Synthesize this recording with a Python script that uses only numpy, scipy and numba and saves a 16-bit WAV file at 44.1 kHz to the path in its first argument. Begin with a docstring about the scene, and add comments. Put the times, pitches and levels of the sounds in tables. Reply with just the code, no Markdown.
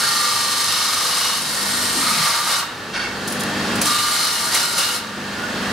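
"""In a workshop a steel bar is pressed against the wheel of a bench grinder, lifted off, and pressed on again.
The same grit comes round on every turn, so the rasp (shaped noise) throbs and rings the bar's resonances.
The bar chatters, sings and screeches, and its contact slides; the motor, a set of sines, sags under load.
In the pause the bar skids on the tool rest and grazes the wheel; the motor hum recovers and gain control
lets it swell up. Hard walls add a dense reverberant tail to the noises."""
import sys
import numpy as np
from scipy import signal
from scipy.fft import rfft, irfft, next_fast_len
from scipy.io import wavfile
from scipy.ndimage import map_coordinates
from numba import njit

SR = 44100
rng = np.random.default_rng(int(sys.argv[2]) if len(sys.argv) > 2 else 0)


def pcm_store(signal):
    """Save signal as 16-bit PCM."""
    levels = np.round(np.clip(np.atleast_2d(signal), -1, 1) * 32767)
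    wavfile.write(sys.argv[1], SR, levels.astype(np.int16).T)


N = 252252
TIME = np.arange(N) / SR
PADDED = next_fast_len(N + SR)
FREQ = np.maximum(np.arange(PADDED // 2 + 1) * SR / PADDED, 1)


def undb(db):
    """Logarithmic level: decibels to amplitude gain."""
    return 10 ** (np.asarray(db) / 20)


def unit(x):
    """Normalisation: scale to rms 1."""
    return x / np.sqrt(np.mean(x ** 2))


def curves(table):
    """Linear interpolation: each column after the time as a value per sample."""
    s, *columns = np.transpose(table)
    return [np.interp(TIME, s, column) for column in columns]


def since(start_s):
    """Elapsed time: seconds since a moment, zero before it."""
    return np.maximum(TIME - start_s, 0)


def envelope(start_s, length_s, attack_s, release_s, fade_db_per_s=0):
    """Growth and decay: a straight attack, a hold that may fade, an exponential release."""
    age = since(start_s)
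    attack = np.minimum(age / attack_s, 1)
    release = np.exp(-since(start_s + length_s) / release_s)
    return attack * undb(-fade_db_per_s * age) * release


def filtered(x, response):
    """Linear filtering: multiply the spectrum by a frequency response."""
    return irfft(rfft(x, PADDED) * response, PADDED)[:N]


def colour(points):
    """Spectral envelope: response through (frequency [Hz], level [dB]) points on a log frequency axis."""
    hz, db = np.transpose(points)
    return undb(np.interp(np.log(FREQ), np.log(hz), db))


def shaped(x, points):
    """Spectral shaping: a sound given a broad spectrum, rms 1."""
    return unit(filtered(x, colour(points)))


def ringing(x, modes):
    """Modal resonance: a sound rung through a sum of damped resonators, rms 1."""
    response = 0
    for hz, width_hz, db in modes:
        response = response + undb(db) / (1 + 1j * (FREQ - hz ** 2 / FREQ) / width_hz)
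    return unit(filtered(x, response))


def grains(spread_db):
    """Granular excitation: dense tiny impacts; a few are much larger, or much weaker if the spread is negative."""
    return unit(rng.standard_normal(N) * undb(spread_db * np.minimum(rng.exponential(size=N), 5)))


def rim(turns, memory, size=1780):
    """Cyclic excitation: random roughness read round the wheel; wear renews what memory does not keep."""
    fresh = rng.standard_normal((200, size))
    keep = np.clip(memory, 0, .995)
    worn, _ = signal.lfilter([np.sqrt(1 - keep ** 2)], [1, -keep], fresh[1:], axis=0, zi=keep * fresh[:1])
    return unit(map_coordinates(worn.ravel(), [turns * size], order=3))


def grit(turns, steadiness, memory, spread_db):
    """Periodic and random excitation: a steady contact repeats strikes each turn, a loose one meets new grains."""
    share = np.clip(steadiness, 0, 1)
    return np.sqrt(share) * rim(turns, memory) + np.sqrt(1 - share) * grains(spread_db)


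HIGH_SIDE_TURN = 0.0681  # where in the turn the wheel's high side meets the bar


def high_side(turns):
    """Eccentricity: the wheel is slightly out of round and pushes harder once a turn."""
    return np.cos(2 * np.pi * (turns - HIGH_SIDE_TURN))


# the bar is held on the wheel:
# (start [s], length [s], steadiness of the contact at first [0-1], steadiness at the end [0-1])
HOLDS_ON_WHEEL = [(-0.1, 2.7, 0.87, 0.2), (3.813, 1.149, 0.67, 0.19)]
TOUCH_S, LIFT_S, RING_OUT_S = 0.0662, 0.0282, 0.31


def contact(release_s):
    """Contact gating: 1 while the bar is on the wheel, dying away after each lift."""
    return sum(envelope(s, length_s, TOUCH_S, release_s) for s, length_s, _, _ in HOLDS_ON_WHEEL)


def steadiness_of_contact():
    """Contact loosening: each pass starts firm and loosens as the steel wears away."""
    points = []
    for s, length_s, first, last in HOLDS_ON_WHEEL:
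        points += [(s, first), (s + length_s, last)]
    return np.clip(curves(points)[0], 0, 1)


# the heavy wheel follows the load late; the sag is per unit of load
IDLE_HZ, SAG_HZ, INERTIA_S = 24.98, .34, .18


def shaft_turns(load):
    """Rotational inertia: turns of the shaft so far, its speed sagging in proportion to the smoothed load."""
    step = 1 / (INERTIA_S * SR)
    smoothed_load = signal.lfilter([step], [1, step - 1], load)
    return np.cumsum(IDLE_HZ - SAG_HZ * smoothed_load) / SR


# motor lines: (multiple of the shaft speed, relative idle level [dB], change at a load of 1 [dB])
MOTOR_LINES = [(2, -24, 0), (4, -10.5, -1), (8, 3, -25), (9, -4, -13), (10, -3, -10), (12, -11, -6),
               (16, -14, -3), (20, -10, 0), (28, -17, 0)]
HUM_DB, HUM_RECOVERY_S, HUM_LOAD_POWER = -22.5, .65, 1.4


def hum(turns, load):
    """Motor hum: the motor's electrical hum and the shaft's harmonics, as sines kept at multiples of the shaft
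    speed; under load the drone fades and wavers until it breaks up."""
    lines = 0
    for multiple, db, load_db in MOTOR_LINES:
        waver_db = (1.5 + 4 * load) * rim(turns, memory=.7, size=1)
        level = undb(db + load_db * load ** HUM_LOAD_POWER + waver_db)
        lines = lines + level * np.sin(2 * np.pi * (multiple * turns + rng.random()))
    return undb(HUM_DB) * lines


# spectrum of the rumble: (frequency [Hz], relative level [dB per Hz])
RUMBLE_SPECTRUM = [(25, -34), (42, -52), (55, -14.5), (150, -2.5), (400, -3.5), (750, -6.5), (1700, -6.5),
                   (2100, -11.5), (4700, -13.5), (6000, -19.5), (9000, -24.5), (13000, -35), (16000, -101)]
# resonances of the frame: (frequency [Hz], width [Hz], relative level [dB])
FRAME_MODES = [(1160, 36, -27), (1470, 80, 4.5), (1745, 61, 10.5), (2710, 86, 1.5), (3110, 140, -3),
               (3960, 40, -1.5), (4310, 150, -3.5), (7800, 51, -11)]
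SWELL_START_S, SWELL_LENGTH_S, SWELL_HZ, SWELL_DB = 5.3, .14, 1458, -24
# shared by this swell and the singing modes of the bar
SING_WIDTH_HZ, SING_ATTACK_S, SING_RELEASE_S = 18, .07, .05


def bearings(turns):
    """Forced vibration: bearings and the air round the wheel rumble and ring the frame; one resonance swells."""
    rumble = shaped(grit(turns, steadiness=0.2, memory=0.943, spread_db=0.5), RUMBLE_SPECTRUM)
    knocks = grit(turns, steadiness=0.072, memory=1.0, spread_db=3.5)
    swelling = envelope(SWELL_START_S, SWELL_LENGTH_S, SING_ATTACK_S, SING_RELEASE_S)
    swell = swelling * ringing(knocks, [(SWELL_HZ, SING_WIDTH_HZ, 0)])
    return undb(-18.5) * rumble + undb(-23.5) * ringing(knocks, FRAME_MODES) + undb(SWELL_DB) * swell


# spectra of the cutting: (frequency [Hz], relative level [dB per Hz])
RASP_SPECTRUM = [(35, -82), (85, -15), (200, -5.5), (330, -21), (520, -6.5), (720, -5.5), (1050, -3.5),
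                 (1500, -1.5), (2500, -4), (3300, -1), (4200, -0.5), (5500, 2), (6500, -5.5), (9000, -48)]
SIZZLE_SPECTRUM = [(4000, -13.5), (6300, 1.5), (8500, -1), (10500, 2), (12500, -3.5), (14000, -8),
                   (16000, -24)]
# resonances of the bar, low, middle and high: (frequency [Hz], width [Hz], relative level [dB])
BAR_LOW_MODES = [(957, 38, -1.5), (1195, 56, -2), (1328, 30, -7), (1360, 360, -4)]
BAR_MID_MODES = [(1867, 38, 8.5), (2148, 94, 4.5), (2945, 110, 6), (3750, 82, 3), (4130, 370, 10),
                 (4630, 260, -0.5), (4780, 140, -9)]
BAR_HIGH_MODES = [(7400, 150, 9), (8370, 370, 8.1), (9180, 200, 8.5), (10360, 120, 4)]
# levels at 0 dB pressure; the sizzle and the ring grow more slowly than the rasp (dB per dB of pressure)
RASP_DB, SIZZLE_DB, RING_DB = -7.5, -10.5, -11.5
SIZZLE_GROWTH, RING_GROWTH = 0.77, 0.95


def grinding(turns, pressure, steady):
    """Abrasion: grit tears at the steel and rings the bar; the high side and the wheel's bumps vary the force."""
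    push = high_side(turns)
    force = undb(1.0 * steady * push + 0.76 * rim(turns, memory=0.32, size=20))
    strikes = force * grit(turns, steady, memory=0.99, spread_db=2.5)
    rasp = undb(-1.0) * shaped(strikes, RASP_SPECTRUM) + undb(-4.0) * ringing(strikes, BAR_MID_MODES)
    # a firm contact damps the bar's low modes, which feel the high side most
    ring = undb(-10 * steady) * (1 + .5 * steady * push) * ringing(strikes, BAR_LOW_MODES)
    # hot chips tear off and sizzle
    chips = force * grit(turns, .5 * steady, memory=1.0, spread_db=4.5)
    sizzle = undb(-1.0) * shaped(chips, SIZZLE_SPECTRUM) + undb(-6.0) * ringing(chips, BAR_HIGH_MODES)
    cutting = undb(RASP_DB) * pressure * rasp + undb(SIZZLE_DB) * pressure ** SIZZLE_GROWTH * sizzle
    ring_level = undb(RING_DB) * pressure ** RING_GROWTH
    return contact(LIFT_S) * cutting + contact(RING_OUT_S) * ring_level * ring


# one mode of the bar sings for a while: (start [s], length [s], frequency [Hz], relative level [dB])
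SINGING_MODES = [(-.1, .36, 1388, 5), (-.1, .36, 1835, 0), (-.1, .4, 4490, -4), (-.1, .4, 4725, 0),
                 (.35, 1, 3697, -1), (0, 1.3, 4205, 1), (.66, .55, 4727, -1), (.6, .68, 5715, 0),
                 (1, .38, 2905, 3), (1.25, .4, 4575, -2), (1.45, .55, 1840, -5), (1.68, .42, 8350, -4),
                 (1.88, .37, 4400, -1), (2.45, .15, 3700, 3), (3.86, .36, 1412, 0), (3.87, .48, 3700, -2),
                 (4.54, .11, 2953, 2), (4.15, .52, 4190, 0)]
SING_DB = -20.5


def singing(turns, steady):
    """Selective excitation: as the contact wanders along the bar, the grit sets one mode after another singing."""
    strikes = grit(turns, steady, memory=.98, spread_db=1.5)
    out = 0
    for s, length_s, hz, db in SINGING_MODES:
        swell = envelope(s, length_s, SING_ATTACK_S, SING_RELEASE_S)
        out = out + undb(SING_DB + db) * swell * ringing(strikes, [(hz, SING_WIDTH_HZ, 0)])
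    return out


# gliding scrapes: (start [s], length [s], from [Hz], to [Hz], bow of the glide [1 = straight], width [Hz],
# level [dB])
GLIDES = [(-.01, .06, 1300, 1650, 1, 260, -12), (.24, .32, 3850, 4330, .4, 60, -17),
          (1.95, .29, 340, 150, .55, 70, -20), (2.03, .32, 2350, 2150, 1, 600, -17),
          (4.25, .16, 2970, 2770, 3, 60, -19), (4.465, .09, 1400, 2150, 1.3, 260, -15),
          (4.56, .4, 1440, 1370, 1, 90, -20), (4.81, .11, 2830, 2920, 1, 130, -16.5)]


def slides():
    """Moving-contact friction: narrow-band noise glides up or down as the contact slides along the bar."""
    out = 0
    for s, length_s, from_hz, to_hz, bow, width_hz, db in GLIDES:
        hz = from_hz + (to_hz - from_hz) * np.minimum(since(s) / length_s, 1) ** bow
        slips = rng.standard_normal(N) + 1j * rng.standard_normal(N)
        lowpass = signal.butter(2, width_hz / 2, fs=SR, output="sos")
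        unrest = signal.sosfilt(lowpass, slips)
        # complex noise moved up to the gliding frequency
        scrape = unit(np.real(unrest * np.exp(2j * np.pi * np.cumsum(hz) / SR)))
        out = out + undb(db) * envelope(s, length_s, attack_s=0.0055, release_s=0.01) * scrape
    return out


def locked_note(turns, ripples, bend):
    """Phase locking: a whole number of cycles per turn; between two counts, both sound and beat."""
    angle = 2 * np.pi * (turns - HIGH_SIDE_TURN)
    count, share = np.divmod(ripples, 1)
    return (1 - share) * np.sin(count * angle + bend) + share * np.sin((count + 1) * angle + bend)


# the bar falls into chatter, one curve per bout: (time [s], level [dB], ripples [per turn],
# swing of phase in each turn [rad], throb [dB], level of the bouncing low note [dB])
CHATTER_BOUTS = [
    [(0, -12, 48.3, -.4, 1, -40), (.1, -8, 48.4, -.4, 1.5, -35), (.24, -1.5, 48.4, -.4, 1.5, -35),
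     (.36, -3.5, 48.38, -.4, 1.5, -40), (.43, -6.5, 48.2, -.4, 1.5, -40), (.5, -9, 48.1, .3, 1, -45),
     (.66, -10.5, 48.1, .7, 1, -40), (.72, -10, 49, 2.6, 5, -22), (.95, -10.5, 49, 3, 5, -22),
     (1.03, -10, 49, 3.4, 5, -15), (1.3, -10.5, 48, 4, 4, -8), (1.37, -12, 48, 2.5, 4, -30),
     (1.44, -26, 48, 1, 2, -45)],
    [(1.98, -22, 50.5, 1, 1, -40), (2.08, -6, 50.2, 1.5, 1, -25), (2.19, -11, 49.3, 1.8, 1, -15),
     (2.26, -4, 47.2, 1.2, 2, -9), (2.41, -6, 47.8, 1, 1, -30), (2.45, -14, 48, 1.2, 1, -35),
     (2.48, -5.5, 50, 1.6, 1, -30), (2.54, -6.5, 47, 2, 1, -12), (2.63, -9, 47, 2.4, 1, -35),
     (2.71, -24, 46, 2.4, 1, -45)],
    [(3.85, -24, 48, 1, 2, -40), (3.89, -9, 48, .7, 2, -35), (4.08, -9.5, 48, 1, 2, -35),
     (4.17, -13, 48.3, 1.3, 2, -35), (4.26, -10.5, 50.8, .6, 1, -35), (4.33, -28, 51, 1, 1, -35),
     (4.41, -28, 48, .4, 1, -40), (4.435, -11, 48, .4, 1, -40), (4.47, -13, 48, .4, 1, -40),
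     (4.49, -30, 48, .4, 1, -40)],
]
BOUNCE_RIPPLES = 37  # cycles per turn
CHATTER_RATTLE_DB, CHATTER_EDGE_S = 1.5, .01


def chatter(turns, steady):
    """Regenerative chatter: the bar locks onto ripples round the rim and sings, throbbing and bending once a
    turn.

    A loose contact rattles, and at times a lower note bounces twice a turn."""
    push = high_side(turns)
    unevenness = .3 * rim(turns, memory=.95, size=8)
    strikes = grit(turns, steady, memory=.9, spread_db=1.5)
    rattle = undb(CHATTER_RATTLE_DB) * (1 - steady) ** 2 * ringing(strikes, BAR_LOW_MODES)
    bounce_phase = 2 * np.pi * BOUNCE_RIPPLES * turns + .6 * rim(turns, memory=.9, size=8)
    bounce = push ** 6 * (1 + .3 * push) * np.sin(bounce_phase)
    out = 0
    for bout in CHATTER_BOUTS:
        db, ripples, swing, throb_db, bounce_db = curves(bout)
        note = locked_note(turns, ripples, unevenness - swing * push)
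        start_s, end_s = bout[0][0], bout[-1][0]
        gate = envelope(start_s, end_s - start_s, CHATTER_EDGE_S, CHATTER_EDGE_S)
        out = out + gate * (undb(db + throb_db * push) * (note + rattle) + undb(bounce_db) * bounce)
    return out


# the bar's corner digs in: (start [s], length [s], level [dB])
DIG_INS = [(0.654, 0.14, -12.5), (.95, 0.15, -37), (1.19, 0.15, -15), (2.48, 0.1, -13), (3.88, 0.12, -14.5),
           (4.548, 0.063, -16), (4.77, 0.063, -9.5)]
# resonances of the bar's corner: (frequency [Hz], width [Hz], relative level [dB])
CORNER_MODES = [(1430, 40, 0), (2877, 140, 18), (3730, 180, 8), (3780, 280, 13)]
SCREECH_ATTACK_S, SCREECH_RELEASE_S = 0.025, 0.099


def screech():
    """Stick-slip: friction at the bar's corner, as impulsive noise, rings its upper modes."""
    digging = 0
    for s, length_s, db in DIG_INS:
        digging = digging + undb(db) * envelope(s, length_s, SCREECH_ATTACK_S, SCREECH_RELEASE_S)
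    return digging * ringing(grains(spread_db=-5.0), CORNER_MODES)


# spectrum of steel scraping on steel: (frequency [Hz], relative level [dB per Hz])
SCRAPE_SPECTRUM = [(400, 8), (1100, 9), (1600, 10.5), (3000, 6.5), (5000, 7), (7000, -3.5), (10000, -10),
                   (12000, -36), (16000, -45)]
# resonances of the tool rest: (frequency [Hz], width [Hz], relative level [dB])
TOOL_REST_MODES = [(1490, 32, 5), (1620, 50, -5), (1810, 70, -2), (2200, 50, 1), (2730, 50, 2),
                   (3230, 40, -3), (3560, 50, -4), (4490, 45, -2), (5100, 80, -10), (5470, 35, -7),
                   (5990, 30, -3), (9600, 80, 0)]
SKID_START_S, SKID_LENGTH_S, SKID_DB, SKID_FADE_DB_PER_S = 2.928, 0.13, -11, 48
SKID_HISS_DB = -2.5  # scrape relative to the ringing rest


def skid():
    """Sliding friction: steel judders over the tool rest, scraping and ringing it, and fades as it goes."""
    sliding = envelope(SKID_START_S, SKID_LENGTH_S, attack_s=0.02, release_s=0.045,
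                       fade_db_per_s=SKID_FADE_DB_PER_S)
    slips = shaped(grains(spread_db=3.5), SCRAPE_SPECTRUM)
    return undb(SKID_DB) * sliding * (ringing(slips, TOOL_REST_MODES) + undb(SKID_HISS_DB) * slips)


# an edge of the bar catches the grit, each bite starting one rise time early:
# (time [s], relative level [dB], decay [s])
EDGE_BITES = [(3.277, -25, 0.01), (3.3, -40, 0.081), (3.325, -22, 0.0024), (3.398, -31, 0.0055),
              (3.407, -23.5, 0.0035), (3.437, -13.5, 0.0012), (3.757, -29, 0.0055), (3.815, -19.5, 0.011),
              (3.857, -18, .005), (4.544, -14, 0.014), (4.785, -13.5, 0.01), (4.944, -20, 0.0072)]
# spectrum of a bite: (frequency [Hz], relative level [dB per Hz])
BITE_SPECTRUM = [(80, -10), (500, 13), (2000, 4), (5000, 10.5), (7000, 7.5), (10000, 11.5), (12500, 3),
                 (16000, -3)]
BITE_SPREAD_DB = 2


def bites(rise_s=0.002):
    """Impulsive contact: short bright spits of noise where an edge touches the wheel."""
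    spits = 0
    for s, db, decay_s in EDGE_BITES:
        age = since(s - rise_s)
        spits = spits + undb(db) * (1 - np.exp(-age / rise_s)) * np.exp(-age / decay_s)
    return undb(16.5) * spits * shaped(grains(BITE_SPREAD_DB), BITE_SPECTRUM)


def reflections(t60_low_s=0.66, t60_high_s=0.18, gap_s=0.00187):
    """Reverberation: response of the hard walls, a dense tail whose treble dies first."""
    noise = rng.standard_normal(N) * (TIME > gap_s)
    low = filtered(noise, 1 / (1 + (FREQ / 4000) ** 2))
    # 1000 to 1 in amplitude is a decay of 60 dB
    tail = low * 1000 ** (-TIME / t60_low_s) + (noise - low) * 1000 ** (-TIME / t60_high_s)
    return rfft(tail / np.sqrt(np.sum(tail ** 2)), PADDED)


# width of the room's sound: (frequency [Hz], side relative to mid [dB])
ROOM_WIDTH = [(40, -5), (120, -16.5), (280, -23), (500, -20.5), (1000, -12), (2000, -10), (4000, -7.5),
              (8000, -1), (12000, 1)]


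def workshop(x, wet_db):
    """Diffuse field: direct sound and reflections, which differ left and right, most in the treble."""
    wet = undb(wet_db)
    mid = filtered(x, (1 + wet * reflections()) / np.hypot(1, wet))
    side_tail = reflections(t60_low_s=0.31, t60_high_s=0.092, gap_s=0.00075)
    side = filtered(x, side_tail * colour(ROOM_WIDTH))
    return np.array([mid + side, mid - side])


# balance: (frequency [Hz], left minus right [dB])
BALANCE = [(120, 2), (500, 0), (1100, -1.5), (2000, -1), (4000, 0.5), (9000, 1.4)]


def placed(stereo):
    """Interchannel level difference: the hiss leans to the left, the bar's low ring to the right."""
    lean = np.sqrt(colour(BALANCE))
    return np.array([filtered(stereo[0], lean), filtered(stereo[1], 1 / lean)])


# how hard the hand presses the bar on: (time [s], pressure [dB])
HAND_PRESSURE = [(0, -1), (.27, 1.5), (.58, 0), (.75, 1.5), (1.28, .5), (1.42, -5.5), (1.95, -6.5),
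                 (2.27, 3), (2.44, -2.5), (2.53, 2.5), (2.6, -2), (3.86, -6.5), (4.27, -0.5), (4.38, -4),
                 (4.51, -6), (4.545, 1.5), (4.63, 0), (4.69, -4), (4.76, -5), (4.79, 1.5), (4.85, -1),
                 (4.925, -6), (4.95, -5), (5.06, -7)]


def scene():
    """Coupled sources: the hand's pressure drives the grinding and slows the shaft, which paces hum and throb."""
    pressure = undb(curves(HAND_PRESSURE)[0])
    steady = steadiness_of_contact()
    turns = shaft_turns(pressure * contact(LIFT_S))
    motor = hum(turns, pressure * contact(HUM_RECOVERY_S))
    noises = bearings(turns) + grinding(turns, pressure, steady) + singing(turns, steady) + slides()
    noises = noises + screech() + skid() + bites()
    return placed(workshop(noises, wet_db=-8.5) + chatter(turns, steady) + motor)


@njit
def gain_control(power, start_db, limit_db, attack, release_db, window_s):
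    """Feedback compression: gain in dB creeps up by release_db a second, pulled down while output exceeds the limit."""
    out, gain_db, heard = np.empty(len(power)), start_db, 1e-3
    for i in range(len(power)):
        gain = 10 ** (gain_db / 20)
        heard += (power[i] * gain ** 2 - heard) / (window_s * SR)
        excess = max(10 * np.log10(heard) - limit_db, 0.)
        gain_db += (release_db - attack * gain * excess) / SR
        out[i] = gain_db
    return out


CEILING, TOP_HZ = .9, 15650


def record(dry):
    """Compression, saturation, band limiting: rides the gain, rounds the tallest peaks and cuts the top."""
    gain_db = gain_control(np.mean(dry ** 2, axis=0), start_db=-15.5, limit_db=-20.0,
                           attack=68.0, release_db=12.5, window_s=0.0023)
    rounded = CEILING * np.tanh(dry * undb(gain_db) / CEILING)
    return signal.sosfilt(signal.ellip(10, .2, 80, TOP_HZ, fs=SR, output="sos"), rounded)


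dry = scene()
out = record(dry)
pcm_store(out)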